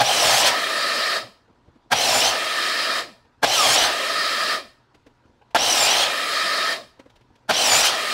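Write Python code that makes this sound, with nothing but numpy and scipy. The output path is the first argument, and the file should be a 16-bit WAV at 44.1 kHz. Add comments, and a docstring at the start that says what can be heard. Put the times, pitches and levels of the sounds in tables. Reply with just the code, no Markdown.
"""Five cuts on a miter saw

In a workshop, close to one microphone, a miter saw makes five quick cuts over quiet air and mains hum.
Each cut is a jolt of noise through frame resonances, then sine partials of the teeth and geared motor that sag
in the wood, over five coloured noises stepped through the stages of the cut until the brake stops the blade.
Low sine thuds and sinking moans join in, and softly knocked boards are short noise bursts between the cuts."""
import sys
import numpy as np
from scipy import signal
from scipy.fft import rfft, irfft
from scipy.io import wavfile
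from scipy.ndimage import uniform_filter1d

SR = 44100
rng = np.random.default_rng(int(sys.argv[2]) if len(sys.argv) > 2 else 0)


def generate_wav(sig):
    """Save sig (samples, or channels by samples) to the path in sys.argv[1] as 16-bit PCM at SR."""
    pcm = np.round(np.clip(np.atleast_2d(sig).T, -1, 1) * 32767).astype(np.int16)
    wavfile.write(sys.argv[1], SR, pcm)


N = 358532
T = np.arange(N) / SR


def gain_of(db):
    """Amplitude gain of a level in dB."""
    return 10 ** (np.asarray(db) / 20)


def evened(x):
    """Scales a signal to an RMS of one."""
    return x / np.sqrt(np.mean(x ** 2) + 1e-20)


def read(points, hz):
    """Reads a spectrum in dB along log frequency, 30 dB lower beyond its ends."""
    f, value = np.transpose(points)
    return np.interp(np.log(hz + 1), np.log(f + 1), value, value[0] - 30, value[-1] - 30)


def humps(modes, hz, order=1):
    """Power gain of resonances given as (freq_hz, width_hz, level_db)."""
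    return sum(gain_of(2 * db) / (1 + (2 * (hz - f) / width) ** 2) ** order for f, width, db in modes)


def noise(power_of, patchy_db, flicker_db, length=N):
    """Coloured noise in drifting patches, with a flicker that all bands share."""
    frames = length // 128 + 5
    real, imag, patch = rng.standard_normal((frames, 257, 3)).T
    patch = uniform_filter1d(patch, size=5, axis=0)  # across bands
    patch = evened(uniform_filter1d(patch, size=12, axis=1))  # across time
    flicker = evened(uniform_filter1d(rng.standard_normal(frames), size=3))
    bands = (real + 1j * imag) * gain_of(patchy_db * patch + flicker_db * flicker)
    white = signal.istft(bands, nperseg=512, noverlap=384)[1][:length]
    colour = np.sqrt(power_of(np.fft.rfftfreq(length, 1 / SR)))
    return evened(irfft(rfft(white) * colour, length))


def burst(modes, order):
    """A tenth of a second of noise in resonances, levelled on its first moments."""
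    def power_of(hz):
        return humps(modes, hz, order) / (1 + (150 / (hz + 1)) ** 6)  # little below 150 Hz
    x = noise(power_of, 0., 0., length=4096)
    return x / np.sqrt(np.mean(x[:1200] ** 2))


def moments(cut):
    """Times of switch on, bite, hardest push, last wood, blade exit, switch off and rest."""
    return cut[0] + np.array([0, *cut[1:7]])


def add(mix, start_s, sound):
    """Lays a sound into the mix at its start time."""
    part = mix[max(round(start_s * SR), 0):][:len(sound)]
    part += sound[:len(part)]


# colour of the air in the shop: freq_hz, density_db
SHOP_AIR = [(15, -52.5), (25, -1), (117, -5.5), (180, -10), (242, -5.5), (623, -12.5), (862, -11.5),
            (961, -5.5), (1070, -15), (1440, -14.5), (2220, -23), (4360, -26), (7490, -37.5), (12200, -50),
            (16000, -56)]
AIR_DB, HUM_DB, HUM_HZ = -61.5, -69.5, 123


def shop():
    """Quiet air of the shop as patchy noise, and a wavering mains hum as two narrow noise bands."""
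    air = noise(lambda hz: gain_of(2 * read(SHOP_AIR, hz)), patchy_db=2., flicker_db=.6)
    hum_modes = [(HUM_HZ, 12, 0), (2 * HUM_HZ, 15, -6)]
    hum = noise(lambda hz: humps(hum_modes, hz, order=2), 0., 0.)
    return gain_of(AIR_DB) * air + gain_of(HUM_DB) * hum


# starting jolts of the saw: peak_s, level_db, rise_s, t60_s
JOLTS = [(.007, -14.5, 0.0063, 0.043), (1.92, -12, 0.018, 0.021), (3.433, -13.5, 0.015, 0.043),
         (5.548, -11.5, 0.0024, 0.03), (7.496, -15.5, 0.016, 0.027)]
# resonances of the saw frame: freq_hz, width_hz, level_db
FRAME_MODES = [(245, 60, -13), (710, 70, 0), (860, 70, -2), (1380, 150, -8), (1620, 130, -6),
               (2320, 300, -17), (3250, 500, -17), (4300, 300, -17), (5500, 900, -22), (9000, 4000, -32)]


def jolt(peak_s, level_db, rise_s, t60_s):
    """The motor kicks the frame: a short rattle through its resonances."""
    t = np.arange(4096) / SR - rise_s
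    swell_db = 40 * np.minimum(t / rise_s, 0)
    fade_db = -60 * np.maximum(t - .015, 0) / t60_s  # holds for 15 ms first
    return peak_s - rise_s, gain_of(level_db + swell_db + fade_db) * burst(FRAME_MODES, order=1)


# one row a cut. Switch on: start_s; seconds after it: bite_s, push_s (hardest), clear_s (teeth leave the
# wood), exit_s (blade), off_s (switch), rest_s (blade still); before the shares and level curves:
# push_db, labour_db (frame), rasp_db (exit), song_db (teeth), whine_db (motor)
CUTS = [(.003, .102, .325, .407, .473, .495, 1.167, 1.5, 2.5, 8, -3, -1.5),
        (1.93, .095, .235, .275, .35, .372, 1.06, -1, -.4, 2, -4, .4),
        (3.445, .097, .26, .305, .385, .42, 1.105, 1.5, .4, 3, -.6, 1.2),
        (5.57, .09, .27, .295, .445, .478, 1.16, -.5, -.6, 2.2, 1.5, .4),
        (7.51, .094, .23, .298, .352, .39, 1.1, 2.5, -1.2, 8, 2.5, .4)]
# colours of the noises, under power or throughout: freq_hz, density_db
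RUMBLE = [(25, -14), (45, -11), (65, -2.5), (90, -6), (118, 6.5), (160, -6.5), (220, -2.5), (290, -31.5)]
DRONE = [(100, -52.5), (170, -23), (204, -27), (248, -16.5), (381, -13.5), (695, 1.5), (842, -1),
         (927, -9.5), (1000, -6), (1090, -7.5), (1150, -14), (1500, -27), (2530, -120)]
ROAR = [(590, -27.5), (1000, 1.5), (1080, -13), (1260, 3.5), (1370, -3.5), (1790, 0.5), (2200, -7.5),
        (2860, -29), (4840, -120)]  # of the guard
GRIND = [(1120, -11), (1900, -10.5), (1940, -9.5), (3210, -2.5), (3480, -5), (4130, -5.5), (4480, -6),
         (5690, -12), (6400, -19.5), (8320, -35), (14100, -120)]
HISS = [(3060, -36), (5200, -3.5), (5930, -9.5), (6160, -8), (6700, -10), (7500, -8.5), (10600, -14),
        (11800, -18.5), (12700, -19.5), (15200, -24), (16000, -14)]
# colours once the power is cut: freq_hz, density_db
BRAKED_DRONE = [(100, -49.5), (170, -13), (493, -2), (583, 3), (678, 4.5), (777, -8), (890, -10),
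                (1100, -3.5), (1150, -10), (1500, -48), (2530, -120)]
BRAKED_GRIND = [(1150, -39), (1900, -5), (2060, -6.5), (2600, -6), (3130, -6.5), (3440, -9.5), (3800, -3),
                (5300, -5.5), (5550, -17.5), (6500, -23), (8000, -53)]
# resonances of guard and gearbox, heard under the brake: freq_hz, width_hz, level_db
GUARD_MODES = [(1209, 37, -2.5), (1280.4, 48, 0), (1686, 74, -7.5), (1811, 51, -0.5), (1960, 35, -7.5)]
GEARBOX_MODES = [(2120, 79, -6), (2410, 12, 8.5), (2263, 18, -2.5), (2690, 65, -4.5), (3218, 58, 6),
                 (3700, 20, 5.5), (4210, 200, -2.5), (4720, 37, -7.5), (4820, 34, 4), (5720, 220, 2)]
# level of each noise, level_db at: kick, run-up, bite, push, last wood, clear, switch off, brake on,
# brake biting, rest, and three steps of dying away
RUMBLE_DB = [-45.5, -38, -51.5, -44, -46.5, -49, -55.5, -63, -64.5, -68.5, -58, -80, -71]
DRONE_DB = [-17.5, -27.5, -26, -24, -26.5, -23.5, -27, -33.5, -34, -33, -42.5, -62.5, -78]
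GUARD_DB = [-34.5, -40, -35, -25, -30, -29, -28, -27.5, -25.5, -25, -47, -62.5, -72]
GRIND_DB = [-18.5, -24.5, -23.5, -22.5, -21, -20, -23, -25, -25.5, -26.5, -44.5, -60, -75.5]
HISS_DB = [-37, -37.5, -28, -24.5, -24.5, -28, -31, -36, -35.5, -36.5, -55, -68.5, -88]
# one value a noise, in the order above: settle_s under the brake, then the share of each dB change it follows
BRAKE_S = [.06, .12, 0.15, 0.032, 0.029]
PUSH_SHARE = [0.89, 0.52, 0.51, .6, 0.71]
LABOUR_SHARE = [0.73, 0.59, 0.7, 0.18, .1]
RASP_SHARE = [0.101, 0.199, .3, .6, 1.1]
# steps of dying away: after_rest_s
DYING_S = [.075, 0.17, .28]
RUN_UP_S, CLEAR_S, BITING_S = 0.0085, 0.015, 0.35  # after switch on; after last wood; after switch off
RASP_S = .013  # half length of the rasp
BUZZ_DB = -50  # the mains shaking the powered windings


def tint(points, modes=(), base=1):
    """Patchy noise of one colour, with resonances on top."""
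    def power_of(hz):
        return gain_of(2 * read(points, hz)) * (base + humps(modes, hz))
    return noise(power_of, patchy_db=1.5, flicker_db=0.04)


def guard_ring():
    """The guard ringing under the brake: its resonances, falling 3.9 dB an octave away from 1500 Hz."""
    def power_of(hz):
        octaves = abs(np.log2((hz + 1) / 1500))
        return humps(GUARD_MODES, hz) * gain_of(-2 * 3.9 * octaves)
    return noise(power_of, patchy_db=0.21, flicker_db=0.35)


def duller(x, above_hz, db, slack):
    """Lowers the upper part while the brake is slack; it comes up again as the brake bites harder."""
    highpass = signal.butter(4, above_hz, "high", fs=SR, output="sos")
    upper = signal.sosfiltfilt(highpass, x)
    return x - (1 - gain_of(db * slack)) * upper


def machine():
    """Five noises of the running saw step through each cut; three change colour once the power is cut."""
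    powered, slack = np.zeros((2, N))
    for cut in CUTS:
        start, *_, off, _ = moments(cut)
        powered += np.interp(T, [start - .08, start - .03, off, off + 0.086], [0, 1, 1, 0])
        slack += np.interp(T, off + np.array([-.1, 0, 0.19, 0.33]), [0, 1, 1, 0])
    driven, braked = np.sqrt(powered), np.sqrt(1 - powered)  # crossfade of equal power

    slow_guard = duller(guard_ring(), 1400, -1.5, slack)
    slow_grind = duller(tint(BRAKED_GRIND, GEARBOX_MODES, base=0.6), 4000, -8.0, slack)
    layers = [tint(RUMBLE),
              driven * tint(DRONE) + braked * tint(BRAKED_DRONE),
              driven * tint(ROAR) + braked * slow_guard,
              driven * tint(GRIND) + braked * slow_grind,
              tint(HISS)]
    winding_modes = [(122, 5.5, -2), (246, 10, 1.5)]
    buzz = gain_of(BUZZ_DB) * powered * noise(lambda hz: humps(winding_modes, hz, order=2), 0., 0.)

    out = np.zeros(N)
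    for cut in CUTS:
        start, bite, push, clear, leave, off, rest = moments(cut)
        push_db, labour_db, rasp_db = cut[7:10]
        fade_in = np.clip((T - start) / .014 + 1, 0, 1) ** 2
        fade_out = np.clip((rest + DYING_S[-1] - T) / .05 + 1, 0, 1)
        gate = fade_in * fade_out
        pushed_db = push_db * np.interp(T, [bite, push, clear, clear + CLEAR_S], [0, 1, 1, 0])
        laboured_db = labour_db * np.interp(T, [start, bite, off, off + BITING_S], [0, 1, 1, 0])
        rasped_db = rasp_db * np.exp(-((T - leave) / RASP_S) ** 2 / 2)
        out += gate * buzz
        for k, stages_db in enumerate((RUMBLE_DB, DRONE_DB, GUARD_DB, GRIND_DB, HISS_DB)):
            stages_s = [start, start + RUN_UP_S, bite, push, clear, clear + CLEAR_S,
                        off, off + BRAKE_S[k], off + BITING_S, rest, *(rest + np.array(DYING_S))]
            level_db = np.interp(T, stages_s, stages_db)
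            level_db += PUSH_SHARE[k] * pushed_db
            level_db += LABOUR_SHARE[k] * laboured_db
            level_db += RASP_SHARE[k] * rasped_db
            out += gate * gain_of(level_db) * layers[k]
    return out


# one list a powered spin, up to speed, sagging in the wood, free again: time_s, tooth_rate_hz
SPINS = [
    [(.035, 2350), (.105, 2880), (.224, 2620), (.325, 2010), (.361, 2120), (.453, 2780), (.5, 2900)],
    [(1.95, 2500), (2.025, 2880), (2.093, 2510), (2.165, 2330), (2.201, 2430), (2.245, 2740), (2.31, 2910)],
    [(3.46, 2450), (3.542, 2860), (3.624, 2350), (3.664, 2170), (3.705, 2120), (3.8, 2700), (3.87, 2860)],
    [(5.58, 2400), (5.62, 2650), (5.66, 2820), (5.8, 2460), (5.85, 2400), (5.956, 2800), (6.05, 3020)],
    [(7.53, 2450), (7.604, 2860), (7.678, 2470), (7.71, 2340), (7.74, 2305), (7.788, 2420), (7.861, 2810),
     (7.9, 2930)],
]
# partials of the teeth: multiple of the tooth rate, level_db
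TEETH = [(1, 1.5), (2, -3), (2.5, -17.5), (3, 2), (3.5, -9), (4, -6.5), (5, -9), (5.5, -12), (6, -17.5)]
# partials of the motor: multiple of the motor shaft rate, level_db
MOTOR = [(1, -12), (9, -1.5), (12, -4.5), (18, -2.5), (24, -13.5), (36, -12.5)]
# partial of every other tooth: multiple of the tooth rate, level_db
WOBBLE = [(.5, 0.5)]
# blade modes that a passing partial wakes: freq_hz, width_hz, lift_db
BLADE_MODES = [(1220, 150, 0.5), (3260, 310, 12), (4130, 250, 10), (4600, 300, 6.5), (5530, 360, 11),
               (5820, 200, 13.5), (6700, 140, 1.5), (7100, 480, 5.5), (8600, 200, 5.5)]
# level of tooth song and motor whine, level_db at: run-up, bite, sinking in, push, last wood, clear, switch off
SONG_DB = [-50, -39.5, -35, -28.5, -33.5, -44.5, -46.5]
WHINE_DB = [-36, -33, -32, -34.5, -33.5, -32, -32.5]
SHAFT_TURNS = .1227  # motor turns for each passing tooth
OFF_MODE_POWER = .55  # power of a partial between the blade modes
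SINKING, EASING_S = .65, .03  # share of the way from bite to push; time after the last wood
# the blade wobbles once: time and level of the peak, and how fast it swells and fades
WOBBLE_S, WOBBLE_DB, WOBBLE_DB_PER_S = 3.61, -18.5, 251.5


def spin(speed, cut):
    """Partials of the tooth rate and of the geared motor, wavering, louder where they cross a blade mode."""
    t = np.arange(speed[0][0], speed[-1][0], 1 / SR)
    tooth_hz = uniform_filter1d(np.interp(t, *np.transpose(speed)), size=900)
    _, bite, push, clear, _, off, _ = moments(cut)
    song_db, whine_db = cut[10:]
    stages_s = [t[0], bite, bite + SINKING * (push - bite), push, clear, clear + EASING_S, off]
    teeth_db = np.interp(t, stages_s, SONG_DB) + song_db
    motor_db = np.interp(t, stages_s, WHINE_DB) + whine_db
    wobble_db = WOBBLE_DB - WOBBLE_DB_PER_S * abs(t - WOBBLE_S)
    # the brushes chatter, so the whine is rougher: level, partials, base rate, pitch waver, share of noise
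    families = ((teeth_db, TEETH, tooth_hz, .004, .45),
                (motor_db, MOTOR, SHAFT_TURNS * tooth_hz, .011, .65),
                (wobble_db, WOBBLE, tooth_hz, .004, .2))
    out = np.zeros(len(t))
    for level_db, partials, base_hz, waver, rough in families:
        for multiple, partial_db in partials:
            shake, beat = (evened(uniform_filter1d(v, size=250)) for v in rng.standard_normal((2, len(t))))
            hz = multiple * base_hz * (1 + waver * shake)
            strength = np.sqrt(1 - rough ** 2) + rough * beat
            strength *= np.sqrt(humps(BLADE_MODES, hz) + OFF_MODE_POWER)
            tone = np.sin(2 * np.pi * np.cumsum(hz) / SR)
            out += strength * gain_of(level_db + partial_db) * tone
    return t[0], out * signal.windows.tukey(len(t), .05)


# decay of the workshop's echo: freq_hz, t60_s
ROOM = [(200, 0.31), (1000, 0.26), (4000, 0.46), (12000, 1)]


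def room(x):
    """Echo of the shop: sparse taps of random sign, each band dying at its own speed."""
    taps = np.zeros(SR // 2)
    at = np.arange(300, len(taps) - 20, 20)
    taps[at + rng.integers(0, 20, len(at))] = rng.choice([-1., 1.], len(at))
    hz, t, bands = signal.stft(taps, SR, nperseg=256)
    t60_s = np.interp(hz, *np.transpose(ROOM))
    tail = signal.istft(bands * gain_of(-60 * t / t60_s[:, None]), SR, nperseg=256)[1]
    return signal.fftconvolve(x, tail / np.linalg.norm(tail))[:N]


# the saw head lands on its stop: start_s, level_db, pitch_hz
THUDS = [(.29, -55, 66), (.43, -44, 58.8), (2.249, -40, 62), (3.8, -39, 62.3), (4.11, -51, 59.7),
         (5.97, -44, 66.3), (7.8, -41, 62)]


def thud(start_s, level_db, pitch_hz):
    """A soft, low shove into the bench: a sine with a 20 ms rise and a long fade."""
    t = np.arange(6000) / SR
    envelope = gain_of(level_db - 60 * t / 0.35) * np.minimum(t / 0.02, 1)
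    return start_s, envelope * np.sin(2 * np.pi * pitch_hz * t)


# last moans of the braked motor, timed where they have sunk to 200 Hz: time_s, level_db
MOANS = [(1.298, -53.5), (3.131, -51.5), (4.671, -55), (6.849, -54.5)]


def moan(time_s, level_db):
    """A beating tone that sinks as the rotor loses speed, and dies with it."""
    t = np.arange(-.2, .03, 1 / SR)
    turns = np.cumsum(200 * np.exp(-t / 0.13)) / SR
    beat = 1 + 0.36 * evened(uniform_filter1d(rng.standard_normal(len(t)), size=600))
    tone = np.sin(2 * np.pi * turns) * signal.windows.tukey(len(t), .4)
    return time_s + t[0], gain_of(level_db - 60. * t) * beat * tone


# boards set down and nudged, levels before the mix of parts: time_s, level_db, pitch_hz,
# tick_db and thud_db (both relative to level_db)
KNOCKS = [(1.479, -50.5, 439, -21, -15), (1.498, -46, 312, -26, -18), (1.68, -40, 234, -30, -6),
          (1.756, -41, 263, -26, -21), (3.249, -51.5, 877, -13.5, -3.5), (4.945, -42.5, 285, -9, -24),
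          (5.064, -38, 492, -14, -22), (5.255, -46, 258, -20.5, -6), (5.294, -47.5, 261, -25, -5),
          (5.415, -41.5, 830, -26, -26), (5.507, -50, 680, -5, -8), (6.994, -33, 518, -13.5, -21.5),
          (7.058, -38.5, 546, -21, -18), (7.098, -50, 830, -3, -13.5), (7.158, -54, 613, 3, -15),
          (7.209, -51, 382, -7, -13), (7.304, -44.5, 240, -27, -5), (7.355, -60, 961, 5, -13.5)]
# resonances of a board: multiple of the pitch, width_hz, level_db
BOARD_MODES = [(1, 140, 2), (.55, 88, 0.5), (1.9, 200, -10), (3.3, 810, -17)]


def knock(time_s, level_db, pitch_hz, tick_db, thud_db):
    """A soft, scraping blow through the board's resonances, with a short scuff and a low push into the bench."""
    t = np.arange(4096) / SR
    ring = burst([(k * pitch_hz, width, db) for k, width, db in BOARD_MODES], order=2)
    scuff = gain_of(tick_db) * burst([(2200, 5000, 0)], order=2)
    push = np.sin(2 * np.pi * 85 * t) * gain_of(thud_db - 60 * t / .1)
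    fade = gain_of(-60 * (t / 0.043) ** 2)
    blow = (0.5 * ring + 0.88 * scuff) * fade + 1.6 * push
    return time_s - .003, gain_of(level_db) * blow * np.minimum(t / .008, 1)


def scene():
    """Tones, jolts and bench blows get the room's echo; the running noises and shop air are left dry."""
    saw, bench = np.zeros((2, N))
    for play, table in ((spin, zip(SPINS, CUTS)), (jolt, JOLTS), (moan, MOANS)):
        for row in table:
            add(saw, *play(*row))
    for play, table in ((thud, THUDS), (knock, KNOCKS)):
        for row in table:
            add(bench, *play(*row))
    echo = room(gain_of(-11.0) * saw + gain_of(-9) * bench)
    mono = saw + bench + echo + machine() + shop()
    return np.array([mono, mono])


EDGE_HZ = 15750  # upper band limit


def record(dry):
    """A steep lowpass limits the band of both channels."""
    lowpass = signal.firwin(1023, EDGE_HZ, window=("kaiser", 9), fs=SR)
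    return signal.oaconvolve(dry, lowpass[None], "same")


dry = scene()
out = record(dry)
generate_wav(out)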